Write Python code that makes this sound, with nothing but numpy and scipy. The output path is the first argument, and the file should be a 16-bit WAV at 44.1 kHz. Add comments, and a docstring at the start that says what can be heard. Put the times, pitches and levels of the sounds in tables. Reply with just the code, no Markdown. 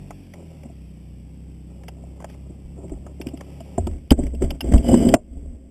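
"""Closing a glider canopy

Inside a glider on a grass airfield, the canopy is pulled down while a piston engine outside drops to
idle. The frame creaks, ticks and knocks on its way, thumps onto the sill, and the latch scrapes along
and snaps home. A small camera on the canopy hears it all through its mount, adding crunch and fizz."""
import sys
import numpy as np
from scipy import signal
from scipy.fft import rfft, irfft, next_fast_len
from scipy.io import wavfile
from scipy.ndimage import uniform_filter1d, map_coordinates

SR = 44100
rng = np.random.default_rng(int(sys.argv[2]) if len(sys.argv) > 2 else 0)


def digitize_waveform(pressure):
    """Quantize a signal to 16-bit integers and store it at the path in sys.argv[1].

    Rows of a 2-D input are taken as channels; values are limited to [-1, 1].
    """
    field = np.atleast_2d(pressure).T
    bounded = np.clip(field, -1, 1)
    quanta = np.round(bounded * 32767).astype(np.int16)
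    wavfile.write(sys.argv[1], SR, quanta)


N = 251766
T = np.arange(N) / SR

# The engine drops to idle, then creeps up: time_s, firing_hz
FIRING_RATE = [(0.14, 97.0), (0.4, 84.5), (0.55, 79.1), (0.7, 68.9), (0.82, 62.2), (1.2, 61.3),
               (1.36, 64.8), (1.55, 63.4), (1.8, 64.1), (2.3, 66.9), (2.6, 66.9), (2.85, 68.7), (3.2, 68.7),
               (3.6, 70.0)]
# The engine's fader, as heard in the cockpit: time_s, level_db
ENGINE_FADER = [(0, -38.5), (.3, -43), (.75, -40.5), (1.4, -39.5), (2.5, -39), (3.1, -38), (3.7, -39.5),
                (4.1, -45.5), (5.7, -59)]
# The exhaust's drone through the shell: freq_hz, gain_db
DRONE_EQ = [(31, -21), (62, 0), (72, 0), (95, -8), (127, -10), (155, -4.5), (172, -5), (192, -14),
            (217, -15), (248, -24), (282, -14), (315, -21), (400, -27), (560, -32), (900, -42)]
# The exhaust's breathy roar: freq_hz, gain_db
PUFF_EQ = [(15, -30.5), (30, -4.5), (60, -7.5), (100, -15.5), (170, 5.5), (230, -0.5), (300, -4.5),
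           (380, -13.5), (500, -21.5), (700, -19), (1100, -31), (2000, -49)]
# Soft hiss, for the air and for brushing skin: freq_hz, gain_db
HISS_EQ = [(400, -25), (1000, -10), (1500, -10), (1900, -5), (2300, 0), (2800, 0), (3300, -3), (3900, -8),
           (5000, -50)]
# The fader of the hiss from outside: time_s, level_db
AIR_FADER = [(0, -61.5), (.5, -63), (1.2, -67), (3.1, -67), (3.5, -60.5), (3.78, -61), (4.0, -68),
             (5.2, -75)]
# The frame rubs in its hinges: start_s, length_s, strength_db
CREAKS = [(0.347, 0.082, -47.5), (.48, 0.19, -54.5), (1.673, 0.26, -58), (1.962, 0.4, -55),
          (2.458, 0.061, -53), (2.762, 0.19, -48), (3.029, 0.075, -51), (3.19, 0.38, -50),
          (3.65, 0.18, -48.5)]
# The hinges' hollow voice: freq_hz, gain_db
HINGE_EQ = [(150, -20), (240, -4.5), (380, 3), (480, -4), (600, -1), (850, -12.5), (1100, -15.5),
            (1500, -29), (2200, -50)]
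# The canopy shell's modes: pitch_hz, gain_db, t60_s
SHELL_MODES = [(167, -2.5, 0.15), (230, -4, 0.13), (273, -3, 0.12), (328.4, -1.5, 0.078), (377.4, -4, 0.14),
               (422.3, -2.5, 0.047), (535.8, 4.5, 0.022), (669.6, -2, 0.082), (806, -10.5, 0.018),
               (990, -12, 0.025), (1310, -37.5, 0.013)]
# Metal fittings touch: start_s, peak_db, centre_hz, clack_relative_db
CLICKS = [(.1054, -37, 2000, 8), (.336, -37, 2040, 0), (.633, -44, 2140, 1), (1.834, -40.5, 1730, 0.5),
          (1.8821, -31, 2500, -0.5), (2.2, -48, 1770, 15), (2.221, -43, 1700, 8), (2.2425, -31, 1920, 6),
          (3.064, -43, 1710, 12), (3.2131, -29.5, 2710, -8), (3.268, -29.5, 2350, -11),
          (3.285, -36.5, 2760, -10), (3.372, -40, 2870, -13), (3.408, -33, 1880, 3),
          (3.6027, -39.5, 2900, 5), (3.7784, -36.5, 1390, -2), (3.8686, -32.5, 2970, 6),
          (4.1058, -10, 2890, -18), (4.1159, -17.5, 1550, -9), (4.234, -40, 2180, -14),
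          (4.2667, -38, 2320, -19), (4.347, -44.5, 2870, -14), (4.4209, -29.5, 1430, -2),
          (4.5047, -23, 2960, -5.5), (4.6064, -19.5, 2900, -11), (4.7206, -27.5, 1650, -19),
          (4.737, -25.5, 1650, 2.5), (4.778, -28.5, 2920, -21), (4.9422, -27, 1600, 0),
          (5.0875, -21, 3230, -13), (5.139, -11, 2250, 4.5)]
# Loose fittings tick as the frame is handled: start_s, end_s, ticks_per_s, peak_db
JIGGLES = [(2.079, 2.365, 18, -50), (2.77, 2.946, 16, -50.5), (3.887, 3.992, 25, -53),
           (4.191, 4.47, 25, -57.5)]
# The fittings' ring: pitch_hz, width_hz, gain_db
METAL_MODES = [(570, 250, 2), (1072, 80, -17.5), (1520, 95, -6), (2355, 700, -3), (2736, 120, 2),
               (3180, 420, 0)]
# The stiff frame's clack: freq_hz, gain_db
CLACK_EQ = [(250, -26), (420, -2), (620, 4), (850, -1.5), (1020, -9), (1230, -12.5), (1450, -17.5),
            (2200, -44)]
# Knocks on the shell: start_s, strength_db, centre_hz, damping_t60_s
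KNOCKS = [(.106, -34, 525, 0.23), (0.653, -31.5, 233, 0.14), (.697, -41.5, 705, .1),
          (2.036, -38, 700, 0.066), (2.496, -33.5, 307, 0.3), (2.784, -30, 387, 0.3),
          (2.839, -29.5, 297, 0.13), (2.916, -23, 349, 0.31), (3.199, -25, 334, 0.29),
          (3.261, -20, 259, 0.26), (3.334, -23, 262, 0.11), (3.604, -29.5, 710, 0.16),
          (3.779, -10.5, 700, 0.088), (3.868, -22, 330, 0.42), (4.112, 0, 325, .11),
          (4.187, -13.5, 310, 0.43), (4.234, -21, 234, .23), (4.333, -27.5, 230, 0.33),
          (4.418, -15, 305, 0.21), (4.643, -18, 258, 0.43), (4.717, -10, 218, 0.051),
          (4.735, -8.5, 232, 0.098), (4.756, -15.5, 227, 0.21), (4.846, -21.5, 557, .12),
          (4.891, -12, 410, 0.043), (4.915, -9, 314.5, 0.22), (4.94, -3, 280, 0.15), (5.065, -5, 258, 0.55),
          (5.1375, 1, 430, 0.064), (5.368, -35, 239, .15)]
# The body of the frame's rub and rattle: freq_hz, gain_db
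RUB_EQ = [(65, -26), (110, 6.5), (190, -12.5), (240, 8.5), (272, -4), (310, -11.5), (430, -8), (520, -10.5),
          (680, -9.5), (770, -26.5), (860, -24.5), (1000, -33.5), (1300, -69), (1600, -60.5), (2100, -73),
          (3500, -120)]
# The cockpit's reverb time: freq_hz, t60_s
COCKPIT_DECAY = [(100, 0.049), (270, 0.15), (700, 0.11), (3000, 0.042)]
# The whole canopy bounces on its frame: start_s, peak_db, pitch_hz, t60_s
THUMPS = [(2.647, -35, 42.7, 0.34), (2.916, -27, 49.3, 0.34), (3.793, -17.5, 84.6, 0.4),
          (4.112, -1, 66, 0.1), (4.504, -27, 44.2, 0.072), (4.74, -2, 60.4, 0.17),
          (5.138, -9.5, 116, 0.054)]
# Hands shove the frame about on the sill: start_s, length_s, flex_db, rub_db
SHOVES = [(3.788, .18, -29.5, -39.5), (4.162, 0.11, -23, -30.5), (4.26, 0.26, -27.5, -45.5),
          (4.404, 0.041, -16.5, -20), (4.455, 0.11, -28.5, -35), (4.619, 0.194, -22.5, -26),
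          (4.731, 0.035, -7.5, -20), (5.302, 0.25, -33.5, -45.5)]
# The flexing frame's rumble: freq_hz, gain_db
FLEX_EQ = [(12, -34.5), (20, -1), (31, -2.5), (44, -14.5), (59, 6), (72, -1.5), (88, -11.5), (115, -35),
           (160, -20.5), (210, -37.5), (350, -120)]
# The crackle of grit: freq_hz, gain_db
GRIT_EQ = [(650, -26), (1100, -1), (1400, -8.5), (1610, -3), (1790, -8), (2070, -0.5), (2690, -8),
           (3110, -2), (3260, -1), (3900, -21), (5070, -53.5), (8580, -120)]
# The panel that groans under the shoves and the latch: pitch_hz, width_hz, gain_db
GROAN_MODE = [(265.3, 61, 3)]
# The latch bolt sings as it scrapes: pitch_hz, width_hz, gain_db
BOLT_MODE = [(3000, 82, 0)]

SILL_S = 3.77  # the frame meets the sill


def amp(db):
    """Decibels to gain."""
    return 10 ** (np.asarray(db) / 20)


def unit(x):
    """x at rms 1."""
    return x / np.sqrt(np.mean(x ** 2) + 1e-20)


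def along(points, hz):
    """Read (freq_hz, value) points on a log frequency axis."""
    freqs, values = np.transpose(points)
    return np.interp(np.log(hz + 1), np.log(freqs + 1), values)


def automation(points):
    """Join (time_s, value) points into one value per sample."""
    return np.interp(T, *np.transpose(points))


def wobble(rate):
    """A smooth random curve, rate knots a second."""
    return map_coordinates(rng.standard_normal(int(N * rate / SR) + 4), [T * rate])


def decay(t, t60):
    """A tail that falls 60 dB in t60 seconds."""
    return amp(-60 * t / t60)


def stroke(start, length, rise_s, release_s):
    """Envelope of one movement: it swells, holds and dies away."""
    return np.clip((T - start) / rise_s, 0, 1) * np.exp(-np.maximum(T - start - length, 0) / release_s)


def filtered(x, response):
    """x through a gain given as a function of frequency."""
    size = next_fast_len(len(x) + SR // 10)
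    return irfft(rfft(x, size) * response(np.fft.rfftfreq(size, 1 / SR)), size)[:len(x)]


def coloured(x, eq):
    """x through an EQ curve, at rms 1."""
    return unit(filtered(x, lambda hz: amp(along(eq, hz))))


def noise(eq, samples=N):
    """Noise through an EQ curve, at rms 1."""
    return coloured(rng.standard_normal(samples), eq)


def near(hz, centre_hz, slope_db):
    """Gain that falls by slope_db an octave on both sides of a centre."""
    return amp(-slope_db * np.abs(np.log2((hz + 1) / centre_hz)))


def resonances(modes, hz):
    """Response of (pitch_hz, width_hz, gain_db) resonators, alternating in polarity."""
    return sum((-1) ** k * amp(db) * 1j * hz * width / (pitch ** 2 - hz ** 2 + 1j * hz * width)
               for k, (pitch, width, db) in enumerate(modes))


def steady(x, span_s):
    """Ride the gain to even out swells longer than span_s."""
    return x / np.sqrt(np.abs(uniform_filter1d(x ** 2, int(span_s * SR))) + 1e-6)


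def slips(rate, spread_db):
    """Stick-slip: tiny kicks of random size, about rate a second."""
    kicks = (rng.random(N) < rate / SR) * rng.choice([-1, 1], N)
    return kicks * amp(spread_db * rng.standard_normal(N))


def through_shell(kicks, width_hz, direct):
    """Kicks ring the hollow shell, with some dry signal blended in."""
    modes = [(pitch, width_hz, 0) for pitch, _, _ in SHELL_MODES]
    return filtered(kicks, lambda hz: direct + resonances(modes, hz))


def add(track, start_s, peak_db, hit):
    """Drop a hit into a track at a set peak level."""
    part = track[round(start_s * SR):][:len(hit)]
    part += amp(peak_db) * hit[:len(part)] / np.abs(hit).max()


def engine():
    """A four-stroke idles: uneven cylinders give half orders, and each firing puffs noise."""
    firing_hz = automation(FIRING_RATE)
    phase = 2 * np.pi * np.cumsum(firing_hz) / SR
    scatter = .08 * wobble(22)  # early and late firings blur the high orders
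    drone = np.zeros(N)
    for order in np.arange(1, 19) / 2:
        db = along(DRONE_EQ, order * firing_hz) - 3 * (order % 1 > 0) + 1.2 * wobble(11)
        drone += amp(db) * np.sin(order * (phase + scatter) + rng.uniform(0, 2 * np.pi))
    puffs = unit(noise(PUFF_EQ) * (1 + .5 * np.cos(phase)))
    puff_db = -9 + 5 * np.log2(firing_hz / 65)  # faster means harsher
    return amp(automation(ENGINE_FADER)) * (steady(drone, span_s=.5) + amp(puff_db) * puffs)


def outside_air():
    """A soft hiss flanges as a short echo lengthens, and fades once the canopy is down."""
    hiss = noise(HISS_EQ)
    lag_s = np.interp(T, [0, 3.8], [.0011, .0032])
    echo = map_coordinates(hiss, [(T - lag_s) * SR], order=1)
    return amp(automation(AIR_FADER)) * unit(hiss + .25 * echo)


def hinge_creaks():
    """The hinges creak faintly all the way down: each slip rings the hollow shell."""
    bed = amp(-65.5) * (T < SILL_S)
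    swells = sum(amp(db - 1) * stroke(start, length, rise_s=.0083, release_s=.03)
                 for start, length, db in CREAKS)
    hollow = through_shell(slips(rate=420, spread_db=3.5), width_hz=45, direct=.27)
    return (bed + swells) * steady(coloured(hollow, HINGE_EQ), span_s=.16)


def fitting_clicks():
    """Fittings snap together: a sharp contact, a brief metal chatter and a clack of the stiff frame."""
    track, t = np.zeros(N), np.arange(SR // 8) / SR
    ticks = [(rng.uniform(start, end), db + rng.normal(0, 3.9), 2100, 3)  # same columns as CLICKS
             for start, end, rate, db in JIGGLES for _ in range(round(rate * (end - start)))]
    snap = (1 - np.exp(-t / .0024)) * (decay(t, .0096) + amp(-7) * decay(t, .028))
    clack_envelope = (1 - np.exp(-(t / .0044) ** 2)) * decay(t, .027)
    for start, db, centre_hz, clack_db in list(CLICKS) + ticks:
        def metal(hz):
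            focus = .38 + near(hz, centre_hz, slope_db=34.5)
            return resonances(METAL_MODES, hz) * focus / (1 + (hz / 4100) ** 8)
        add(track, start, db, filtered(snap * rng.standard_normal(len(t)), metal))
        add(track, start, db + clack_db, clack_envelope * noise(CLACK_EQ, len(t)))
    return track


def shell_knocks():
    """Each knock rings the shell, favouring the modes near its centre, over a short rattle."""
    track, t = np.zeros(N), np.arange(SR // 4) / SR
    hz, mode_db, mode_t60 = np.transpose(SHELL_MODES)[:, :, None]
    for start, db, centre_hz, damping_t60 in KNOCKS:
        gains = amp(mode_db + 4.1 * rng.standard_normal(hz.shape)) * near(hz, centre_hz, slope_db=18.5)
        partials = np.sin(2 * np.pi * (hz * t + rng.random(hz.shape)))
        ring = unit(np.sum(gains * decay(t, mode_t60) * partials, axis=0))
        rattle = unit(noise(RUB_EQ, len(t)) * decay(t, .089))
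        envelope = (1 - np.exp(-(t / .0027) ** 2)) * decay(t, damping_t60)
        add(track, start, db + 2.5, envelope * (ring + amp(-4.5) * rattle))
    return track


def cockpit_reverb(x):
    """The cramped cockpit rings on briefly, longest in the low mids."""
    hz, t, bands = signal.stft(rng.standard_normal(SR // 3), SR, nperseg=256)
    tail = signal.istft(bands * decay(t, along(COCKPIT_DECAY, hz)[:, None]), SR, nperseg=256)[1]
    return signal.fftconvolve(x, tail / np.linalg.norm(tail))[:N]


def hand_brush():
    """A short dry whisper of skin on the frame."""
    return amp(-58.5) * stroke(start=2.27, length=.045, rise_s=.025, release_s=.041) * noise(HISS_EQ)


def canopy_thumps():
    """The low end: the canopy's weight bounces for a few slow cycles."""
    track, t = np.zeros(N), np.arange(SR // 3) / SR
    attack = 1 - np.exp(-t / .00087)
    for start, db, hz, t60 in THUMPS:
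        add(track, start, db, attack * decay(t, t60) * np.sin(2 * np.pi * hz * t))
    return track


def grinding(flex, rub, grit):
    """Frame against sill, on three envelopes: it flexes, its slips ring the panels, and grit crackles."""
    kicks = slips(rate=1600, spread_db=1)
    hollow = coloured(through_shell(kicks, width_hz=28, direct=.22), RUB_EQ)
    groan = unit(filtered(slips(rate=330, spread_db=4.5),
                          lambda hz: resonances(GROAN_MODE, hz) * near(hz, 170, slope_db=8.5)))
    panels = amp(-3.5) * steady(hollow, span_s=.045) + amp(-4) * steady(groan, span_s=.028)
    rumble = steady(noise(FLEX_EQ), span_s=.069)
    return flex * rumble + rub * panels + grit * coloured(kicks, GRIT_EQ)


def sill_shoves():
    """The frame stirs faintly on the sill and grinds as hands shove it into place."""
    resting = T > SILL_S
    flex, rub = amp(-45) * resting, amp(-49) * resting
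    for start, length, flex_db, rub_db in SHOVES:
        push = stroke(start, length, rise_s=.024, release_s=.014)
        flex = np.hypot(flex, amp(flex_db) * push)
        rub = np.hypot(rub, amp(rub_db) * push)
    return grinding(flex, rub, grit=amp(-27.5) * rub)


def latch_slide():
    """The latch bites, draws the frame tight, runs easier as it goes and stops dead."""
    start_s, length_s, draw_rise_s = 4.818, .32, .1
    ease_db_per_s = 12.5
    judder_db = wobble(110)  # the latch catches and slips
    friction = amp(judder_db - ease_db_per_s * np.maximum(T - start_s - draw_rise_s, 0))
    bite = friction * stroke(start_s, length_s, rise_s=.05, release_s=.007)
    draw = friction * stroke(start_s, length_s, draw_rise_s, release_s=.007)
    scrape = unit(filtered(slips(rate=1200, spread_db=2.5), lambda hz: resonances(BOLT_MODE, hz)))
    frame = grinding(flex=amp(-24) * bite, rub=amp(-14) * draw, grit=amp(-44) * bite)
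    return amp(-44) * bite * scrape + frame


def scene():
    """A mono mix on both channels; only the knocks and clicks feed the reverb."""
    hits = shell_knocks() + fitting_clicks()
    outside = engine() + outside_air()
    handling = hand_brush() + hinge_creaks() + sill_shoves() + latch_slide() + canopy_thumps()
    mono = outside + handling + hits + amp(-18) * cockpit_reverb(hits)
    return np.array([mono, mono])


def record(dry):
    """The camera flattens peaks and holds each sample, mirroring the sound around 8 kHz as thin fizz."""
    camera_hz, ceiling, hold = 8000, .8, 4
    narrow = filtered(dry.mean(axis=0), lambda hz: 1 / np.sqrt(1 + (hz / 3850) ** 16))
    samples = signal.resample_poly(narrow, camera_hz, SR, window=("kaiser", 8))
    held = np.repeat(np.clip(samples, -ceiling, ceiling), hold)
    steps = signal.resample_poly(held, SR, hold * camera_hz)[:N]
    softened = filtered(steps, lambda hz: 1 / np.sqrt(1 + (hz / 13800) ** 44))
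    out = filtered(softened, lambda hz: hz < 15500)
    return np.array([out, out])


dry = scene()
out = record(dry)
digitize_waveform(out)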